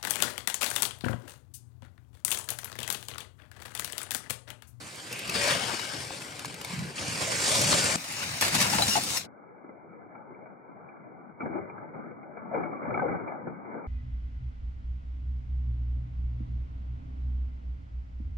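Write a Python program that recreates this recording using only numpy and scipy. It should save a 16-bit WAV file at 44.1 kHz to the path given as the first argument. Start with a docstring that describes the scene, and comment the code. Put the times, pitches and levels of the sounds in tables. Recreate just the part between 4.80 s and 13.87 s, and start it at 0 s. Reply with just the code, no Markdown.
"""Motorised toy trains rattle along plastic track on a hard floor, heard from three places in turn.
Small random impacts shake their resonant bodies, gears whirr, and wheels knock on the rail joints.
At 3.6 s the trains collide and bricks clatter, each piece ringing at its own natural frequency.
From 4.4 s the event repeats in slow motion, dull, with the body modes three octaves down:
first a steady rolling, then at 6.6 s the impact and a long tumble of bricks."""
import sys
import numpy as np
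from scipy import signal
from scipy.fft import rfft, irfft, next_fast_len
from scipy.io import wavfile
from scipy.ndimage import uniform_filter1d

SR = 44100
rng = np.random.default_rng(int(sys.argv[2]) if len(sys.argv) > 2 else 0)


def file_out(sig):
    """Save sig as 16-bit WAV at sys.argv[1]."""
    # one column per channel
    cols = np.atleast_2d(sig).T
    # limit, then scale
    lim = np.clip(cols, -1, 1)
    pcm = np.round(lim * 32767).astype(np.int16)
    wavfile.write(sys.argv[1], SR, pcm)


N = 399987

# Rattle envelopes for the three places, then the collision:
# (time [s], level [dB], bass control [dB], gear whirr control [dB], left minus right [dB])
FULL_SPEED_ENVELOPES = [
    [(0, -48, -2.5, -2.5, 0), (.2, -46.5, -10, -5, 0), (.44, -42, -7, -6.5, 1), (.53, -41, -9, 2.5, 3.5),
     (.56, -29, -12, -2.5, 4), (.65, -28.5, -19, -2.5, 4.5), (.74, -28, -9, 0, 2.5),
     (.79, -35.5, -14.5, 2, 6.5), (.9, -34.5, -14, -5, 6.5), (1.37, -43, -7.5, -5, 3.5),
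     (1.78, -53, -7, 2.5, 2.5), (1.93, -42.5, -4, -1, 1), (2.16, -53, -6, 3, 2)],
    [(2.156, -38, -5, -9, 2.5), (2.174, -39, 4, 5, 1.0), (2.594, -31.5, -10, 1, -1.5),
     (2.69, -28, -6, -1, 1), (2.76, -27, -3.5, -4, 0.5), (2.858, -27.5, -1, -3.5, 2),
     (2.992, -29, -1.5, 2.5, 1), (3.118, -30.5, -5.5, 1.5, 3), (3.158, -31.5, 3, 5.5, 6)],
    [(3.158, -42, 0, -11.5, 2.5), (3.215, -43.5, -10.5, -11, 2.6), (3.425, -38.5, -13.5, -5, 2.9),
     (3.609, -37, -9.5, -11.5, 2.43)],
    [(3.61, -37.5, -15.5, 0, 5.1), (3.624, -30, -15, 3, 1.2), (3.714, -35.5, -12, 0.5, 2),
     (3.746, -28.5, -9.5, -3.5, 3.5), (3.78, -31, -6, -3, 3.3), (3.82, -27.5, -12, -1.5, 2.7),
     (3.87, -34.5, -7.5, 5, 2.45), (3.95, -31, -7, -5, 3.6), (4.06, -31, -5, -6, 2),
     (4.1, -29, -7.5, -12, 2.6), (4.17, -30, -8, -8.5, 2.9), (4.2, -33, -4.5, -10, 2.5),
     (4.368, -30, -11, -12, 3.4), (4.454, -45.5, -1, -7, 3.4), (4.47, -63, -19, -11, 5.0)],
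]
# Rattle envelopes in slow motion, before and after the impact: (time [s], level [dB])
SLOW_ENVELOPES = [
    [(4.44, -46), (4.52, -53), (4.9, -51), (5.1, -49.5), (5.36, -49), (5.6, -48), (5.8, -52), (6.1, -48),
     (6.4, -49.5), (6.52, -52), (6.58, -52.5), (6.6, -45)],
    [(6.6, -38.5), (6.77, -37), (6.85, -43.5), (7.13, -46.5), (7.15, -41.5), (7.46, -49.5), (7.6, -45),
     (7.7, -43), (7.735, -35.5), (7.75, -29), (7.87, -36), (7.99, -38.5), (8.13, -33), (8.24, -33),
     (8.33, -32), (8.46, -39.5), (8.48, -35.5), (8.66, -44), (8.68, -38.5), (8.78, -46), (8.95, -39.5),
     (9.07, -46.5)],
]

# Spectra of the rattles and of a full-speed blow: (frequency [Hz], level [dB])
ENGINE_SPECTRUM = [(29, -30), (50, -29), (72, -1.5), (151, -1), (244, -5), (489, -6), (592, -12), (652, -8),
                   (1110, -8.5), (2330, -8.5), (8110, -15), (8920, -15.5), (15500, -34)]
LONG_TRAIN_SPECTRUM = [(29, -28), (50, -28), (72, -2), (119, -6), (367, -10), (565, -11), (1220, -11),
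                       (2270, -11), (3670, -13), (7540, -12), (8920, -15.5), (10800, -23.5), (15500, -36.5)]
CRASH_SPECTRUM = [(29, -27), (50, -27), (72, 0.5), (174, -1.5), (413, -11.5), (753, -7.5), (1340, -8),
                  (2820, -6), (3260, -11.5), (3950, -5.5), (9360, -11), (10800, -17), (15500, -24)]
SLOW_SPECTRUM = [(30, -50.5), (70, -17.5), (130, -3.5), (200, -1), (500, -5), (800, -6), (1050, -7.5),
                 (1400, -14), (1850, -19), (2300, -18), (2400, -28)]
BLOW_SPECTRUM = [(300, -20.5), (1000, -4.5), (2500, -6.5), (6000, -6.5), (12000, -11), (16000, -22.5)]
# Resonances of brick bodies and motor housing: (frequency [Hz], bandwidth [Hz], lift [dB])
HOUSING_RESONANCES = [(130, 17, 5), (573, 61, 8), (1566, 180, 3.5), (2323, 250, 3), (4570, 360, 4),
                      (5370, 260, 3.5), (7580, 69.6, 10), (8970, 380, 7.5)]

# The range that each timbre control lifts: (frequency [Hz], weight [dB/dB])
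BASS = [(260, 0.78), (400, 0.057)]
WHIRR = [(1600, 0.7), (2100, 0.72), (3000, 0.6), (3600, 0.25)]
HOLLOW = [(260, 0.43), (400, 0.77), (1100, 0.055), (1600, 0.067)]
FIZZ = [(5000, 0.31), (7500, 0.496)]
THUD = [(300, 0.68), (450, 0.097)]
TICK = [(900, 0.024), (1200, 0.28)]
# Change of timbre with rattle level, one row a stretch: (hollow body [dB/dB], fizz [dB/dB])
TIMBRE_SLOPES = [(-0.43, -0.4), (0.14, 0.99), (-.3, -1), (-0.29, 0.93)]
# The same in slow motion: (thud [dB/dB], tick [dB/dB])
SLOW_TIMBRE_SLOPES = [(-.3, 0.1), (-.3, -0.19)]

# Wheels meeting rail joints, and bricks striking:
# (time [s], level [dB], tilt [dB/octave], ring frequency [Hz], relative ring level [dB])
JOINT_BLOWS = [(0.157, -35, 3, 2830, -3), (0.311, -42, 6, 9000, -6), (0.327, -22, 4.5, 2660, 2),
               (0.3915, -25.5, 2, 3030, -1), (0.476, -29, 3.5, 2100, 0), (0.4954, -16.5, 1, 2600, 5.5),
               (0.541, -31, 2, 4740, -2), (0.558, -25, 4, 2380, 11), (0.634, -23, 4, 4300, 8),
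               (0.659, -24, -3, 600, 6), (0.676, -17.5, 0, 604, 13), (0.707, -20, 0, 3500, 1),
               (0.722, -17, -4, 580, 9), (0.75, -18, -4, 610, 7), (0.895, -20.5, -5, 1400, -1),
               (0.936, -22, -9, 277, 10), (0.994, -25.5, -5, 3960, 4), (1.075, -30, -4, 2200, 2),
               (1.167, -36, 0, 2980, 8), (1.306, -25, -10, 2300, -5.5), (1.4184, -30.5, -2, 2620, 2),
               (1.593, -27, 0, 2520, 1), (1.6471, -22.5, -4.5, 1590, 8), (1.6555, -25.5, 0.5, 4630, -2),
               (1.6985, -33, -7, 2380, 7), (1.708, -34, -8, 4440, 2), (1.7424, -32, -1, 4470, -13),
               (1.8134, -26.5, 0, 2940, 0), (1.847, -22.5, -0.5, 2200, 3), (1.907, -24.5, -4, 2320, 11),
               (1.992, -28, -2.5, 2300, 1), (2.814, -13, 3, 4365, -6), (2.871, -21, -2.5, 2793, -0.5),
               (2.928, -12, -6, 563, -9), (2.94, -14, -8.5, 586, 2), (3.324, -27, 5, 2500, -6),
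               (3.429, -27, -1.5, 1490, 12), (4.648, -55.5, -9, 686, 1), (4.891, -38.5, -2, 2050, -2),
               (5.13, -43, 1.5, 2270, -1.5), (5.219, -49, 5, 2140, -3), (5.35, -33.5, 2.5, 1374, -8),
               (5.545, -41, 10, 2210, 2), (5.658, -34.5, 2.5, 2233, -2), (5.889, -37.5, -2, 1500, -7),
               (6.089, -31, 6.5, 2320, -9), (6.494, -39, -4, 1413, -1)]
BRICK_BLOWS = [(3.611, -13, 2, 1947, -12), (3.624, -11.5, -4, 1770, -0.5), (3.68, -20, -1.5, 2140, 0),
               (3.75, -11.5, -1.5, 4304, -7.5), (3.803, -15.5, -3.5, 5990, 1.5),
               (3.813, -11, -1, 3870, 0.5), (3.8985, -21, -0.5, 5360, 4), (3.934, -15.5, -5, 840, 2.5),
               (3.951, -19.5, -8.5, 200, 9.5), (3.985, -13.5, -5, 900, -3), (4.021, -12.5, 1.5, 3997, 12),
               (4.022, -17, -5.5, 800, 2.5), (4.082, -22, -10.5, 210, 8.5), (4.093, -17, 5.5, 5620, 10),
               (4.108, -19, 3, 5270, 8), (4.134, -17, 1.5, 5280, 10), (4.154, -14, -7, 847, 4),
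               (4.236, -21, 3, 5360, 0), (4.371, -17, 2, 5410, 4), (6.605, -15, 6, 1356, -4.5),
               (6.62, -25.5, 4, 258, 2), (6.659, -27, -1, 352, -2), (6.752, -22.5, -0.5, 334, 11.5),
               (6.782, -27, -1, 400, 3.5), (6.898, -33, 3, 2350, 4), (6.98, -34, -3, 1585, 0),
               (7.088, -41, 9, 1300, -3), (7.146, -29, 1.5, 338, -1), (7.19, -32.5, -6, 293, 4.5),
               (7.241, -35, 3, 453, 4), (7.312, -29, 6, 497, 3), (7.431, -34.5, 0, 2120, 4),
               (7.571, -25.5, 3.5, 748, -2.5), (7.59, -35.5, 5, 2160, -3), (7.745, -16.5, 3, 474, 5.5),
               (7.775, -22.5, -0.5, 688, 0.5), (7.803, -26, -4.5, 302, 5.5), (7.835, -20, 3, 2248, -8),
               (7.855, -26, 1.5, 341, 7), (7.931, -26.5, 1, 1360, -4), (8.029, -27, 7, 1309, -2),
               (8.054, -32, 4, 2200, 5.5), (8.075, -24.5, -3.5, 237, 4.5), (8.105, -22.5, 3, 1430, -4),
               (8.1426, -17, 6.5, 2254, 4), (8.147, -22.5, 1.5, 1336, 7), (8.1745, -16.5, 2.5, 746, 3.5),
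               (8.194, -15.5, 3.5, 1535, 3.5), (8.22, -22.5, 1.5, 760, 2), (8.254, -20.5, -4.5, 484, 9),
               (8.2815, -23, -1.5, 1397, 2), (8.3496, -26.5, 1.5, 1520, 0), (8.4, -27, 4.5, 1430, 3),
               (8.48, -25, 6, 2295, 5), (8.509, -36, 5.5, 700, -2), (8.671, -25, -3.5, 235, 3),
               (8.851, -33, 2.5, 1360, -6), (8.969, -31.5, -5, 570, 12)]
# Train body modes, excited by every blow: (frequency at full speed [Hz], relative level [dB])
BODY_MODES = [(290, 5), (565, -4), (2400, -8), (2750, -5), (4500, -15.5), (5350, -9.5), (10400, -5.5),
              (18100, 3)]
# Brief swells of gear whirr, wheel rasp, scraping, a shaken hollow body or a floor thump:
# (time [s], duration [s], frequency [Hz], bandwidth [Hz], level [dB])
SWELL_EVENTS = [(0.26, 0.7, 2560, 960, -42), (.53, 0.14, 4600, 500, -38), (.54, 0.32, 575, 69, -38.5),
                (0.878, 0.06, 1100, 900, -37), (.92, 0.047, 298, 150, -40), (1.9, 0.26, 154, 80, -36),
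                (2.177, 0.029, 2760, 1200, -37.5), (2.75, 0.36, 150, 80, -36), (3.72, 0.19, 176, 63, -35.5),
                (4.105, 0.078, 2850, 99.5, -33.5), (2.47, 0.061, 580, 98, -36.5),
                (2.7, 0.11, 590, 100, -38.5), (2.931, 0.058, 584, 90, -31), (2.7, 0.072, 586, 99.7, -38.5),
                (0.748, 0.61, 2210, 120, -50), (.75, 0.56, 2950, 210, -47), (0.796, 0.59, 5100, 150, -47.5),
                (.87, 0.49, 1570, 220, -46.5), (0.547, .3, 3600, 120, -48), (0.69, 0.097, 3140, 900, -34.5),
                (0.6, 0.12, 2420, 250, -37), (2.7, 0.24, 2300, 300, -40.5), (2.919, .04, 4200, 1500, -27.5),
                (3.988, 0.045, 720, 298, -27.5), (4.16, 0.044, 726, 290, -26),
                (6.599, 0.32, 227, 150, -41.5), (7.732, 0.16, 380, 440, -37), (8.4, 0.05, 400, 300, -43),
                (8.212, 0.06, 790, 200, -30.5), (8.222, 0.054, 489, 91, -32.5), (8.29, 0.06, 310, 240, -35),
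                (8.05, 0.5, 110, 56, -43.5), (6.6, 0.36, 100, 48, -46.5)]

# Relation between the two channels:
# (frequency [Hz], coherence [0-1], phase lead of the right [rad], left minus right [dB])
RUNNING_STEREO = [(60, .85, 0, -3), (170, .85, -.2, -2), (780, .5, -.2, 1), (1380, .4, 2.2, 0.5),
                  (1980, .5, .7, .1), (2580, .65, -.3, .1), (3400, .55, -.4, 2), (5000, .6, -.4, 1.5),
                  (7200, .55, .4, -1), (10000, .2, -.5, -3), (14000, .4, .1, -3)]
CRASH_STEREO = [(60, .85, 0, -3), (220, .82, 0, 0), (450, .33, .1, -1.5), (900, .4, -1.3, 2),
                (1350, .33, -2.5, .5), (2200, .3, -.4, -1.5), (3400, .1, -2.5, .1), (5000, .3, -2, 1),
                (7200, .3, .4, 1.5), (10000, .2, -.4, -3), (14000, .4, .1, -3)]
SLOW_STEREO = [(50, .3, 0, 3), (400, .2, .1, 3), (850, .5, -.8, 6), (1100, .85, -.4, 1),
               (1400, .98, .01, .5), (1740, 1, 0, 0), (1790, 1, .43, 0), (1920, 1, -.47, 0),
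               (1970, 1, 0, 0), (2400, .98, .01, .5)]


def gain_of(db):
    """Amplitude ratio: tenfold for every 20 dB."""
    return 10 ** (np.asarray(db) / 20)


def unit_rms(x):
    """Normalisation to unit mean power."""
    return x / np.sqrt(np.mean(x ** 2) + 1e-20)


def curve_at(points, hz):
    """Linear interpolation on a logarithmic frequency axis."""
    f, value = np.transpose(points)
    return np.interp(np.log(hz + 1), np.log(f + 1), value)


def add(mix, start_s, sound):
    """Superposition: a stereo sound adds to the mix from start_s on."""
    part = mix[:, round(start_s * SR):][:, :sound.shape[1]]
    part += sound[:, :part.shape[1]]


def jolts(size, per_s, spread_db, t60, depth):
    """Shot noise: small random impacts, a few of them large, decay and modulate white noise."""
    strengths = gain_of(spread_db * np.minimum(rng.exponential(1, size), 4))
    hits = strengths * (rng.random(size) < per_s / SR)
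    shake = signal.lfilter([1], [1, -gain_of(-60 / (t60 * SR))], hits)
    return (1 + depth * shake / shake.mean()) * rng.standard_normal((2, size))


def rattle(times, level_db, spectrum, resonances, controls, band_hz, shaking, patchy_db, ringing_db):
    """Source and filter: jolts pass through the train's changing response, levelled within band_hz."""
    fade_s = 0.004
    drive = jolts(round((times[-1] - times[0] + fade_s) * SR), **shaking)
    hz, frame_s, frames = signal.stft(drive, SR, nperseg=1024, noverlap=768)
    lift_db = sum(db / (1 + (2 * (hz - f) / width) ** 2) for f, width, db in resonances)
    steady_db = (curve_at(spectrum, hz) + lift_db)[:, None]
    response_db = steady_db
    for weights, control_db in controls:
        change_db = np.interp(times[0] + frame_s, times, control_db - np.median(control_db))
        response_db = response_db + curve_at(weights, hz)[:, None] * change_db
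    # Loose bricks come and go in broad patches; single parts ring on in narrow bands.
    wide, thin = rng.standard_normal(response_db.T.shape + (2,)).T
    for depth_db, noise, bins, span in (patchy_db, wide, 9, 8), (ringing_db, thin, 2, 14):
        across_bins = uniform_filter1d(noise, bins, axis=0)
        response_db += depth_db * unit_rms(uniform_filter1d(across_bins, span, axis=1))
    _, shaped = signal.istft(frames * gain_of(response_db), SR, nperseg=1024, noverlap=768)
    in_band = (hz > band_hz[0]) & (hz < band_hz[1])
    power = abs(frames) ** 2
    band_rms = drive.std() * np.sqrt(np.sum((power * gain_of(2 * steady_db))[:, in_band]) / power.sum())
    t = times[0] + np.arange(drive.shape[1]) / SR
    fade = np.sqrt(signal.windows.tukey(len(t), 2 * fade_s * SR / len(t)))
    return shaped[:, :len(t)] / band_rms * gain_of(np.interp(t, times, level_db)) * fade


def mode_pair(hz, t):
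    """Beating: two modes close in frequency interfere."""
    lower = np.sin(2 * np.pi * (hz * t + rng.random()))
    upper = np.sin(2 * np.pi * (hz * rng.uniform(1.03, 1.15) * t + rng.random()))
    return lower + 0.29 * upper


def knock(db, tilt_db, ring_hz, ring_db, t60, spectrum, slowing, damping_power, tick_s, tick_gain):
    """Impact excitation: a burst of noise, then damped free vibration of bodies and struck piece."""
    def response(hz):
        """Spectral tilt sets the brightness of the blow."""
        return gain_of(curve_at(spectrum, hz) + tilt_db * np.log2((hz + 300) / 1000))

    t = np.arange(SR // 7) / SR
    noise = rng.standard_normal((2, len(t)))
    crack = unit_rms(irfft(rfft(noise) * response(np.fft.rfftfreq(len(t), 1 / SR)), len(t)))
    crack *= (1 + tick_gain * np.exp(-t / tick_s)) * gain_of(-11 * t / t60)  # dies before the modes
    body = np.zeros(len(t))
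    for hz, mode_db in BODY_MODES:
        detune = 1 + 0.028 * rng.uniform(-1.6, 1)  # no two blows meet a body at quite the same pitch
        body += gain_of(mode_db) * response(hz / slowing) * mode_pair(hz / slowing * detune, t)
    decay_db = -60 * t / t60
    piece_decay_db = decay_db * (ring_hz / 1000) ** damping_power  # low pieces ring longer
    piece = gain_of(ring_db + piece_decay_db) * mode_pair(ring_hz, t)
    leftward = [[1], [0.5]]
    blow = gain_of(decay_db) * (crack + body * leftward) + piece * leftward
    rise_s = 0.0003 * slowing
    blow *= np.minimum(t / rise_s, 1)
    # The blow chatters: three bounces, each weaker than the last.
    bounce_s = np.array([0.0012, 0.003, 0.005]) * rng.uniform(0.6, 1.4, size=3) * np.sqrt(slowing)
    blow += sum(gain_of(-4.5 * (k + 1.5)) * np.pad(blow, ((0, 0), (delay, 0)))[:, :len(t)]
                for k, delay in enumerate((bounce_s * SR).astype(int)))
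    return gain_of(db) * blow / abs(blow[0]).max()


def swell(length_s, hz, width_hz, db):
    """Forced resonance: noise drives one mode, with a quick rise, a hold and a slower fall."""
    size = next_fast_len(round(length_s * SR) + 1)
    noise = rng.standard_normal((2, SR))[:, :size]
    f = np.fft.rfftfreq(size, 1 / SR)
    band = unit_rms(irfft(rfft(noise) / (1 + (2 * (f - hz) / width_hz) ** 2), size))
    progress = np.arange(size) / SR / length_s
    ramp = np.clip(np.minimum(progress / 0.15, (1 - progress) / 0.6), 0, 1)
    return gain_of(db) * band * np.sin(np.pi / 2 * ramp) ** 2


def with_transients(rolling, times, joint_t60, brick_t60, **contact):
    """Superposition: the knocks and swells that begin within a stretch add to its rattle."""
    mix = np.zeros((2, N))
    add(mix, times[0], rolling)
    for blows, t60 in (JOINT_BLOWS, joint_t60), (BRICK_BLOWS, brick_t60):
        for at, *blow in blows:
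            if times[0] <= at < times[-1]:
                add(mix, at, knock(*blow, t60, **contact))
    for at, *shape in SWELL_EVENTS:
        if times[0] <= at < times[-1]:
            add(mix, at, swell(*shape))
    return mix


def panned(db):
    """Level difference as a cue to direction: left and right gains, db apart."""
    return gain_of(np.multiply.outer([0.5, -0.5], db))


def stereo_field(arrivals, relation, right_lead_s=0):
    """Partial coherence: the left channel takes one arrival, the right a phase-shifted blend of two."""
    size = next_fast_len(N)
    hz = np.fft.rfftfreq(size, 1 / SR)
    left, other = rfft(arrivals, size)
    coherence, phase, balance_db = (curve_at(np.array(relation)[:, [0, k]], hz) for k in (1, 2, 3))
    coherence = np.clip(coherence, 0, 1)
    phase += 2 * np.pi * (hz - 1400) * right_lead_s  # the lead adds no phase at 1400 Hz
    right = coherence * left * np.exp(1j * phase) - 1j * np.sqrt(1 - coherence ** 2) * other
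    return irfft(np.array([left, right]) * panned(balance_db), size)[:, :N]


def full_speed():
    """Structure-borne sound: trains run and collide, moving sideways by level difference."""
    spectra = ENGINE_SPECTRUM, LONG_TRAIN_SPECTRUM, CRASH_SPECTRUM, CRASH_SPECTRUM
    housings = HOUSING_RESONANCES, HOUSING_RESONANCES, [], []
    relations = RUNNING_STEREO, RUNNING_STEREO, CRASH_STEREO, CRASH_STEREO
    stretches = zip(FULL_SPEED_ENVELOPES, TIMBRE_SLOPES, spectra, housings, relations)
    mix = np.zeros((2, N))
    for envelope, (hollow, fizz), spectrum, resonances, relation in stretches:
        times, level_db, bass_db, whirr_db, pan_db = np.transpose(envelope)
        controls = (BASS, bass_db), (WHIRR, whirr_db), (HOLLOW, hollow * level_db), (FIZZ, fizz * level_db)
        rolling = rattle(times, level_db, spectrum, resonances, controls, band_hz=(1500, 6000),
                         shaking=dict(per_s=320, spread_db=3, t60=0.04, depth=0.38),
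                         patchy_db=1.6, ringing_db=2)
        sound = with_transients(rolling, times, joint_t60=0.037, brick_t60=0.1, spectrum=BLOW_SPECTRUM,
                                slowing=1, damping_power=0.12, tick_s=0.002, tick_gain=0.83)
        mix += stereo_field(sound, relation) * panned(np.interp(np.arange(N) / SR, times, pan_db))
    return mix


def slow_motion():
    """Time scaling: the collision drawn out, with lower body modes and a lower band limit."""
    patchiness_db = 0.8, 1.4  # steady rolling, then patchy tumbling
    mix = np.zeros((2, N))
    for envelope, (thud, tick), patchy_db in zip(SLOW_ENVELOPES, SLOW_TIMBRE_SLOPES, patchiness_db):
        times, level_db = np.transpose(envelope)
        controls = (THUD, thud * level_db), (TICK, tick * level_db)
        rolling = rattle(times, level_db, SLOW_SPECTRUM, [], controls, band_hz=(100, 2450),
                         shaking=dict(per_s=84, spread_db=4, t60=0.066, depth=0.11),
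                         patchy_db=patchy_db, ringing_db=2.5)
        sound = with_transients(rolling, times, joint_t60=0.09, brick_t60=0.067, spectrum=SLOW_SPECTRUM,
                                slowing=8, damping_power=0.56, tick_s=0.0088, tick_gain=1.7)
        mix += stereo_field(sound, SLOW_STEREO, right_lead_s=0.001106)
    thin = signal.sosfilt(signal.butter(2, 86, "high", fs=SR, output="sos"), mix)
    low_pass = signal.firwin(2001, 2427, window=("kaiser", 7), fs=SR)
    dull = signal.oaconvolve(thin, low_pass[None], "same")
    # Nonlinear distortion puts a faint crackle above the dull range on the loudest peaks.
    high_pass = signal.firwin(1001, 2570, pass_zero=False, fs=SR)
    crackle = signal.oaconvolve(dull * abs(dull), high_pass[None], "same")
    return dull + 0.52 * crackle


def scene():
    """Superposition of the full-speed run and the slow repeat that follows it."""
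    return full_speed() + slow_motion()


def record(dry):
    """Band-pass response: the microphone drops deep bass, adds faint hiss and limits the treble."""
    thin = signal.sosfilt(signal.butter(2, 86, "high", fs=SR, output="sos"), dry)
    hiss = gain_of(-101) * rng.standard_normal(dry.shape)
    low_pass = signal.firwin(511, 15900, window=("kaiser", 9), fs=SR)
    return signal.oaconvolve(thin + hiss, low_pass[None], "same")


dry = scene()
out = record(dry)
file_out(out)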